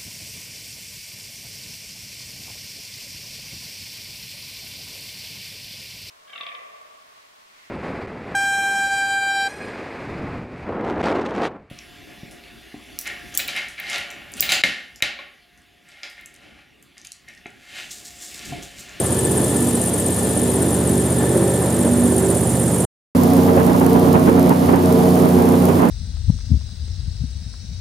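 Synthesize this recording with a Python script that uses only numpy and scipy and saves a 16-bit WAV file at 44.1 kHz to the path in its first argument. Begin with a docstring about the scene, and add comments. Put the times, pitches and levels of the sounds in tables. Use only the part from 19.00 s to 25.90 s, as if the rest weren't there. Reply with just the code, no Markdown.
"""On the water along a bushy bank: an airboat heard from a seat on board, in two stretches split by a brief silence.
First it idles: uneven cylinder firings make the exhaust lope, blade passes make the propeller thrum,
a pulley whines and a slipping belt chirps each engine cycle.
Then it cruises at nearly twice the speed: the same tone sums make propeller and exhaust drone,
a treble hiss ticks, and gusty low noise is the headwind buffeting the microphones."""
import sys
import numpy as np
from scipy import signal
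from scipy.fft import rfft, irfft
from scipy.io import wavfile
from scipy.ndimage import uniform_filter1d

SR = 44100
rng = np.random.default_rng(int(sys.argv[2]) if len(sys.argv) > 2 else 0)


def unload_wav(signal):
    """Save mono or channel-first audio to the path in sys.argv[1] as 16-bit WAV at rate SR, clipped to [-1, 1]."""
    wavfile.write(
        sys.argv[1],
        SR,
        np.round(np.clip(np.atleast_2d(signal).T, -1, 1) * 32767).astype(np.int16),
    )


N = 304290
T = np.arange(N) / SR
HZ = np.fft.rfftfreq(N, 1 / SR)
IDLING, CRUISING = (0, 3.851), (4.15, 6.95)  # start and end of each stretch, s


def amp(db):
    """Logarithmic level: decibels to gain."""
    return 10 ** (np.asarray(db) / 20)


def unit(x):
    """Power normalization: scales to an rms of one."""
    return x / np.sqrt(np.mean(x ** 2) + 1e-20)


def curve(rows, axis=1):
    """Linear interpolation: one column of a timed table, at every sample."""
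    rows = np.asarray(rows, float)
    return np.interp(T, rows[:, 0], rows[:, axis])


def pan(db):
    """Interaural level difference: left and right gains for a left-minus-right level."""
    return amp(np.array([np.atleast_1d(db), -np.atleast_1d(db)]) / 2)


def drift(rate_hz, size=64):
    """Low-pass random process: smooth motion with an rms of about one."""
    count = N // size + 1
    hz = np.fft.rfftfreq(count, size / SR)
    smoothing = np.exp(-(hz / rate_hz) ** 2)
    slow = irfft(rfft(rng.standard_normal(count)) * smoothing, count)
    return np.interp(np.arange(N), np.arange(count) * size, unit(slow))


def noise(table, order=8):
    """Spectral shaping: stereo noise with a given spectrum, falling away steeply beyond its ends."""
    hz, *levels = np.transpose(table)
    low_end = 1 + (hz[0] / (HZ + 1)) ** order
    high_end = 1 + (HZ / hz[-1]) ** (4 * order)
    ends = 1 / np.sqrt(low_end * high_end)

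    def shaped(levels_db):
        gain = ends * amp(np.interp(np.log(HZ + 1), np.log(hz), levels_db))
        return irfft(rfft(rng.standard_normal(N)) * gain, N)

    mid, side = (shaped(levels_db) for levels_db in levels)
    return np.sqrt(SR / 2) * np.array([mid + side, mid - side])


def whistle(hz, width_hz):
    """Narrow-band noise moved to a carrier: a fuzzy tone of rms one that follows a pitch curve."""
    r = np.exp(-np.pi * width_hz / SR)
    grain = rng.standard_normal(N) + 1j * rng.standard_normal(N)
    fuzz = signal.lfilter([1], np.poly([r, r]), grain)
    carrier = np.exp(2j * np.pi * np.cumsum(hz) / SR)
    return unit((fuzz * carrier).real)


def high_pass(x, corner_hz, order):
    """High-pass filtering without phase shift: keeps what lies above the corner."""
    return irfft(rfft(x) / (1 + (corner_hz / (HZ + 1)) ** order), N)


def cycles_of(rpm, span):
    """Four-stroke timing: engine cycles since the start of a stretch, two crank turns each."""
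    cycles = np.cumsum(curve(rpm)) / (120 * SR)
    return cycles - np.interp(span[0], T, cycles)


def burst(cycles, place, length, spread_db):
    """Periodic Gaussian pulse: a swell of varying size each cycle; also the distance from its centre in cycles."""
    turn = cycles - place + .5
    offset = turn % 1 - .5
    sizes = amp(spread_db * rng.standard_normal(size=512))
    size_now = sizes[np.floor(turn).astype(int) % len(sizes)]
    return size_now * np.exp(-.5 * (offset / length) ** 2), offset


# the microphones swing round: (time [s], facing [0 the bank .. 1 the bow], left minus right [dB])
FACING = [(0, 0.069, -1.4), (1.2, 0.29, -1.5), (2.0, 0.7, -1.5), (2.7, 0.78, -1.3), (3.25, 0.88, -3),
          (3.85, 0.9, -2)]


def swung(bank_db, bow_db):
    """Directivity: a level that follows the microphones' swing from the bank to the bow."""
    return bank_db + (bow_db - bank_db) * curve(FACING)


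def tone_level(levels_db, cruising):
    """Peak from rms: gain of one tone, steady when cruising, following the swing at idle."""
    bank_db, bow_db, cruise_db = levels_db
    return np.sqrt(2) * amp(cruise_db if cruising else swung(bank_db, bow_db))


# the eight firings of one cycle, in order: relative strength [dB]
CYLINDERS = [-1, -0.5, -5.5, 0, 0, -1, -5.5, 1.5]
# exhaust tones: (multiple of the engine cycle, relative level facing the bank [dB], facing the bow [dB],
# cruising [dB])
EXHAUST = [(4, -71.5, -69.5, -44), (5, -33, -29, -26.5), (7, -31, -29, -79), (8, -35, -24.5, -20.5),
           (10, -38, -29, -51), (11, -33, -22, -62), (13, -32, -34.5, -38), (14, -60.5, -24, -76),
           (16, -55.5, -33, -35), (17, -60, -45, -41), (19, -56.5, -37, -69)]
# rise and fall of the firing tone at idle: (time [s], level [dB])
FIRING_TONE = [(0, 0), (0.25, 5), (1.0, -5), (1.7, 4.5), (2.3, 5.5), (2.75, -3), (3.1, -8), (3.55, 3),
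               (3.85, 0.5)]


def exhaust(cycles, cruising, waver_db, waver_hz, lag, smear):
    """Fourier series of uneven firings: tones on multiples of the cycle, delayed and smeared by the pipe."""
    pattern, out = np.fft.fft(amp(CYLINDERS)), np.zeros(N)
    for k, *levels_db in EXHAUST:
        k = round(k)
        firing_phase = np.angle(pattern[k % len(pattern)])
        wave = np.cos(2 * np.pi * k * (cycles - lag) + firing_phase - smear * k ** 2)
        if k == len(CYLINDERS) and not cruising:
            wave = wave * amp(curve(FIRING_TONE))
        out += tone_level(levels_db, cruising) * amp(waver_db * drift(waver_hz)) * wave
    return out


def firing(cycles, depth):
    """Amplitude modulation by gas flow: eight puffs a cycle, each cylinder with its own strength."""
    count = len(CYLINDERS)
    strength = amp(CYLINDERS)[np.round(cycles * count).astype(int) % count]
    return unit(1 + depth * strength * np.cos(np.pi * count * cycles) ** 2)


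def lope(cycles, depth_db, place):
    """Amplitude modulation at the cycle rate: the rocking idle swells and sinks once a cycle."""
    return unit(amp(depth_db * np.cos(2 * np.pi * (cycles - place))))


# propeller tones: (multiple of the blade rate, relative level facing the bank [dB], facing the bow [dB],
# cruising [dB])
PROPELLER = [(1, -61, -57, -26), (2, -31, -33.5, -20), (3, -23.5, -57, -22), (4, -33.5, -29, -30),
             (5, -30, -21.5, -29), (6, -32, -28, -38), (7, -32, -28, -37), (8, -31.5, -26.5, -37.5),
             (9, -30.5, -36, -43.5), (10, -45, -45.5, -46), (11, -52, -30.5, -45.5), (12, -46, -33.5, -49),
             (13, -57, -49.5, -51)]


def propeller(cycles, cruising, thrum_db, rough, rough_hz, spread, smear, waver_db):
    """Blade-passing harmonics, three passes a cycle: turbulent inflow shakes the upper ones most."""
    out, blade_hz = np.zeros((2, N)), 3 * (cycles[-1] - cycles[0]) / T[-1]
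    for k, *levels_db in PROPELLER:
        k = round(k)
        upper = 1 / (1 + (300 / (k * blade_hz)) ** 6)  # near one well above 300 Hz
        shake = rough * (0.45 + upper)
        swing = 1 + shake * (drift(rough_hz) + 1j * drift(rough_hz))
        swing = swing / np.sqrt(1 + 2 * shake ** 2)
        # reflections from hull and cage smear each blade pulse
        turn = np.exp(2j * np.pi * 3 * k * cycles - 1j * smear * k ** 2)
        level = tone_level(levels_db, cruising) * amp(upper * thrum_db + waver_db * drift(5.9))
        wave = level * swing * turn
        # the left side leads a little, by a wavering amount
        apart = np.exp(1j * spread * k * (1 + 0.37 * drift(2.4)))
        out += np.array([(wave * apart).real, (wave / apart).real])
    return out


def right_late(pair, delay_ms):
    """Interaural time difference: the sound reaches the right microphone a moment after the left."""
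    delay = np.exp(-2j * np.pi * HZ * delay_ms / 1000)
    return np.array([pair[0], irfft(rfft(pair[1]) * delay, N)])


# wash spectrum: (frequency [Hz], relative mid level [dB per Hz], relative side level [dB per Hz])
WASH = [(20, -70, -85.5), (45, -74, -71), (65, -71, -69.5), (101, -61.5, -75), (201, -49.5, -82),
        (413, -49, -80), (570, -54, -69), (790, -59, -68), (1290, -69, -73), (1910, -72, -81),
        (2550, -80.5, -93)]


def propeller_wash(cycles, thrum_db):
    """Turbulent broadband noise, modulated by the thrum, by random eddies and by the firings."""
    level_db = swung(-0.48, 0.76) + 0.18 * thrum_db + 0.76 * drift(21)
    return amp(level_db) * right_late(noise(WASH), delay_ms=0.044) * firing(cycles, depth=0.48)


# rise and fall of the pulley whine: (time [s], relative level [dB])
WHINE = [(0, -43.5), (0.5, -39.5), (0.8, -46), (1.45, -41.5), (1.7, -44.5), (2.16, -42), (2.23, -34),
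         (2.36, -41), (3.4, -47)]


def pulley(rpm):
    """Rotation-locked tone: a fuzzy whine at 110 times the engine cycle, with a blurred octave above."""
    hz = 110 * rpm / 120
    central = 0.52 * whistle(hz, 16)
    sides = 0.78 * np.array([whistle(hz, 45), whistle(hz, 45)])
    whine = amp(curve(WHINE)) * (central + sides) * pan(2.5)
    overtone = amp(curve(WHINE) - 10.5) * whistle(2 * hz, 220)
    return whine + overtone


def spurts(cycles, table, spread_db):
    """Periodic amplitude modulation: envelope of a hiss that spurts in step with the engine."""
    swells = sum(height * burst(cycles, place, length, spread_db)[0] for place, length, height in table)
    return unit(2 + swells)


# idle hiss spectrum: (frequency [Hz], relative mid level [dB per Hz], relative side level [dB per Hz])
IDLE_HISS = [(2330, -75, -84.5), (3390, -74, -78), (4470, -77.5, -86), (5840, -78, -84), (6900, -71.5, -77),
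             (9140, -65, -74), (10640, -67, -73), (11400, -72.5, -78), (13850, -78.5, -84),
             (15200, -86, -94)]
# spurts of the idle hiss: (place in the cycle [0-1], Gaussian width [cycles], relative height)
IDLE_SPURTS = [(.04, .08, 0.8), (.37, 0.076, 1), (.72, .06, 0.82)]


def idle_hiss(cycles):
    """Band splitting: a steady lower hiss, and a bright one that spurts with the engine and flickers."""
    hiss = amp(-.5) * noise(IDLE_HISS)
    bright = high_pass(hiss, 5500, order=8)
    steady = (hiss - bright) * amp(swung(2.0, -.8)) * pan(.6)
    puffs = spurts(cycles, IDLE_SPURTS, spread_db=2.8)
    return steady, bright * puffs * amp(2.0 * drift(294))


# belt slips in each idle cycle: (place in the cycle [0-1], Gaussian width [cycles], pitch [Hz],
# glide [Hz per cycle], relative level facing the bank [dB], facing the bow [dB])
SLIPS = [(0.041, 0.1, 8970, -5500, -22.5, -25.5), (0.278, 0.12, 7850, -2600, -39, -31),
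         (.72, 0.079, 9560, -3500, -29.5, -26.5)]


def belt(cycles, width_hz, spread_db, wander_hz, scatter_hz, fuzz):
    """Stick-slip friction: each slip is a short, gritty squeak that falls from a slightly varying pitch."""
    out = np.zeros((2, N))
    for place, length, hz, glide_hz, bank_db, bow_db in SLIPS:
        swell, offset = burst(cycles, place, length, spread_db)
        pitch = hz + glide_hz * offset + wander_hz * drift(400) + scatter_hz * drift(24.78)
        squeak = np.cos(2 * np.pi * np.cumsum(pitch) / SR) + fuzz * whistle(pitch, width_hz)
        side = .3 * np.array([[1], [-1]]) * whistle(pitch, width_hz)
        out += amp(swung(bank_db, bow_db)) * swell * (unit(squeak) + side)
    return out


# dull knocks: (time [s], relative envelope peak [dB])
KNOCKS = [(2.3564, -3.5), (2.855, -7)]


def knocks(hz, decay_s):
    """Damped oscillation: short, heavily damped thuds."""
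    out = np.zeros(N)
    for s, db in KNOCKS:
        age = np.maximum(T - s, 0)
        envelope = age / decay_s * np.exp(1 - age / decay_s)
        out -= amp(db) * np.sin(2 * np.pi * hz * age) * envelope
    return out


# crankshaft speed at idle: (time [s], speed [turns per minute])
IDLE_RPM = [(0.0, 1910), (0.48, 1919), (0.96, 1931), (1.44, 1927), (1.92, 1914), (2.41, 1930), (2.89, 1923),
            (3.37, 1934), (3.85, 1929)]
# mid-range swell of propeller thrum and, more weakly, of the wash: (time [s], relative level [dB])
IDLE_THRUM = [(0, -3), (0.4, 3.5), (0.95, -5.5), (1.6, 0), (2.0, -1), (2.38, 7), (2.7, 4), (3.27, 1.5),
              (3.42, -2.5)]
# chirps and spurts sink slightly, then recover, crossing to the right as the microphones swing round:
# (time [s], level [dB], left minus right [dB])
CHIRPS = [(0, 1, 3), (0.55, 1.5, 2.5), (1.4, 0.2, 2), (2.6, -1, 0), (3.85, 1.3, -2.8)]


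def idling():
    """Superposition of cycle-locked sources: loping exhaust, propeller, wash, whine, hiss, chirps and knocks."""
    cycles = cycles_of(IDLE_RPM, IDLING)
    thrum_db = curve(IDLE_THRUM)
    tones = amp(-1.5) * exhaust(cycles, False, waver_db=2.0, waver_hz=1, lag=-0.2052, smear=0.0564)
    tones = tones + amp(-1.8) * propeller(cycles, False, thrum_db, rough=0.79, rough_hz=4.0,
                                          spread=0.022, smear=1.02, waver_db=1.4)
    drone = tones * lope(cycles, depth_db=1.0, place=0.8) + propeller_wash(cycles, thrum_db)
    whine = pulley(curve(IDLE_RPM))
    steady_hiss, spurting = idle_hiss(cycles)
    chirps = belt(cycles, width_hz=700, spread_db=1.6, wander_hz=150, scatter_hz=90, fuzz=.8)
    treble = (spurting + chirps) * amp(curve(CHIRPS)) * pan(curve(CHIRPS, axis=2))
    drone = (drone + knocks(hz=332, decay_s=0.0012)) * pan(curve(FACING, axis=2))
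    return drone + whine + steady_hiss + treble


GUST_RISE = .5  # rise time as a share of a gust's length
GUST_GRAIN_DB, GUST_GRAIN_HZ = -1.2, 200  # small eddies within a gust
# gusts that strike the microphones: (time of the peak [s], length [s],
# added amplitude relative to the steady wind [dB], left minus right [dB])
GUSTS = [(4.489, 0.037, 1, 3), (4.582, 0.038, 4, 3), (4.694, 0.064, -1.5, 0), (4.75, 0.011, -7, -3),
         (4.817, 0.018, 5.5, 5), (4.867, 0.015, 1, -4), (4.954, 0.025, 1, 6), (5.083, 0.029, -14, -17),
         (5.152, 0.031, 5.5, 1), (5.289, 0.046, 4.5, 0), (5.382, 0.029, -9, -11), (5.512, 0.023, 4, 6),
         (5.693, 0.02, 5, 2), (5.74, 0.032, 6.5, 2), (6.245, 0.056, -7, -7), (6.42, 0.068, -4.5, -1),
         (6.541, 0.011, 1, 2), (6.694, 0.019, 0, 5), (6.804, 0.038, 4.5, 6), (6.841, 0.042, 4.5, 1)]


def gusts():
    """Transient turbulence: rise of the wind in dB on each side, fast to swell and slower to die away."""
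    out = np.zeros((2, N))
    for s, length, db, side_db in GUSTS:
        age = np.maximum(1 + (T - s) / (GUST_RISE * length), 0)
        out += amp(db) * pan(side_db) * (age * np.exp(1 - age)) ** 2
    grain = amp(GUST_GRAIN_DB * drift(GUST_GRAIN_HZ))
    return 20 * np.log10(1 + out * grain)


GUST_TOP_HZ = 2000  # gusts add little above this
# wind spectrum: (frequency [Hz], relative mid level [dB per Hz], relative side level [dB per Hz])
WIND = [(20, -78, -76), (45, -69, -69), (69, -57, -64), (132, -48.5, -59), (251, -45.5, -50),
        (394, -46, -58.5), (610, -53.5, -53), (896, -56.5, -54), (1420, -67, -63.5), (2170, -72, -73),
        (3480, -79.5, -79)]


def headwind(gust_db):
    """Turbulent pressure on the microphones: a low buffet and a rasp that both swell in the gusts."""
    eddies = drift(33)
    wind = noise(WIND)
    low = irfft(rfft(wind) / (1 + (HZ / 700) ** 4), N)
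    buffet = low * amp(-2.1 + 0.92 * gust_db + 1.1 * eddies) * pan(-9.5)
    gust_band = irfft(rfft(wind - low) / np.sqrt(1 + (HZ / GUST_TOP_HZ) ** 4), N)
    surge = gust_band * (amp(gust_db) - 1)
    rasp = (wind - low + surge) * amp(-1.5 + .8 * eddies) * pan(-2.5)
    return buffet + rasp


# cruising hiss spectrum: (frequency [Hz], relative mid level [dB per Hz], relative side level [dB per Hz])
CRUISE_HISS = [(3140, -74.5, -81.5), (5000, -77, -82.5), (7850, -79, -85), (9700, -75.5, -82.5),
               (13700, -76.5, -80), (15300, -79, -93)]
# spurts of the cruising hiss: (place in the cycle [0-1], Gaussian width [cycles], relative height)
CRUISE_SPURTS = [(0.6, 0.034, 2.8), (0.96, 0.05, 0.4), (0.2, 0.049, 0.2)]
# rise and fall of the treble ticking: (time [s], level [dB])
TICKING = [(4.15, 0), (4.7, 1), (5.55, -1.5), (5.85, -1.5), (6.06, 0.5), (6.2, 1), (6.9, -1)]


def ticking_hiss(cycles, level_db):
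    """Periodic modulation of noise: the treble of the hiss ticks in step with the engine, with a random grit."""
    hiss = amp(level_db) * noise(CRUISE_HISS)
    bright = high_pass(hiss, 5800, order=4)
    ticking = spurts(cycles, CRUISE_SPURTS, spread_db=4.6)
    grit = amp(1.8 * drift(700))
    ticking = ticking * grit * amp(curve(TICKING))
    return hiss + bright * (ticking - 1)


DIP_S = 0.036  # time constant for a dip to set in and to recover
DRONE_DIP, HISS_DIP = 0.7, 0.56  # dB that each sinks per dB of smoothed gust
# crankshaft speed when cruising: (time [s], speed [turns per minute])
CRUISE_RPM = [(4.15, 3622), (4.49, 3630), (4.84, 3616), (5.18, 3621), (5.52, 3625), (5.87, 3624),
              (6.21, 3614), (6.56, 3613), (6.9, 3625)]
# rise and fall of the upper blade tones when cruising: (time [s], relative level [dB])
CRUISE_THRUM = [(4.15, 2), (4.6, 9.5), (4.78, 2.5), (4.88, 7), (5.46, 6.5), (5.58, -2), (5.8, 6), (6.68, 7),
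                (6.9, -12)]


def cruising():
    """Superposition with level coupling: drone and hiss dip just after each gust of the headwind."""
    cycles = cycles_of(CRUISE_RPM, CRUISING)
    gust_db = gusts()
    keep = np.exp(-1 / (DIP_S * SR))
    dip_db = signal.lfilter([1 - keep], [1, -keep], gust_db.mean(axis=0))
    tones = amp(1.6) * exhaust(cycles, True, waver_db=1.0, waver_hz=7.4, lag=0.045, smear=0.0456)
    tones = tones + amp(0.5) * propeller(cycles, True, curve(CRUISE_THRUM), rough=0.4, rough_hz=12.3,
                                         spread=0.029, smear=.8, waver_db=0.5)
    drone = tones * amp(-DRONE_DIP * dip_db) * pan(-1.0)
    wind = headwind(gust_db) * firing(cycles, depth=0.19)
    hiss = ticking_hiss(cycles, 1.3 - HISS_DIP * dip_db) * firing(cycles, depth=0.22) * pan(-1.6)
    return drone + wind + hiss


def during(span):
    """Rectangular gating: one within a stretch, zero outside, with abrupt edges."""
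    inside = (T >= span[0]) & (T < span[1])
    return uniform_filter1d(inside.astype(float), size=40)


def scene():
    """Succession in time: the idling stretch, a brief silence, the cruising stretch."""
    return idling() * during(IDLING) + cruising() * during(CRUISING)


CUTOFF_HZ = 15650


def record(dry):
    """Band limiting and overload: a narrow treble notch, clipping at full scale, then a steep low-pass."""
    notched = signal.lfilter(*signal.iirnotch(7860, 40, fs=SR), dry)
    band_limit = signal.firwin(401, CUTOFF_HZ, window=("kaiser", 9), fs=SR)
    return signal.oaconvolve(np.clip(notched, -1, 1), band_limit[None], "same")


dry = scene()
out = record(dry)
unload_wav(out)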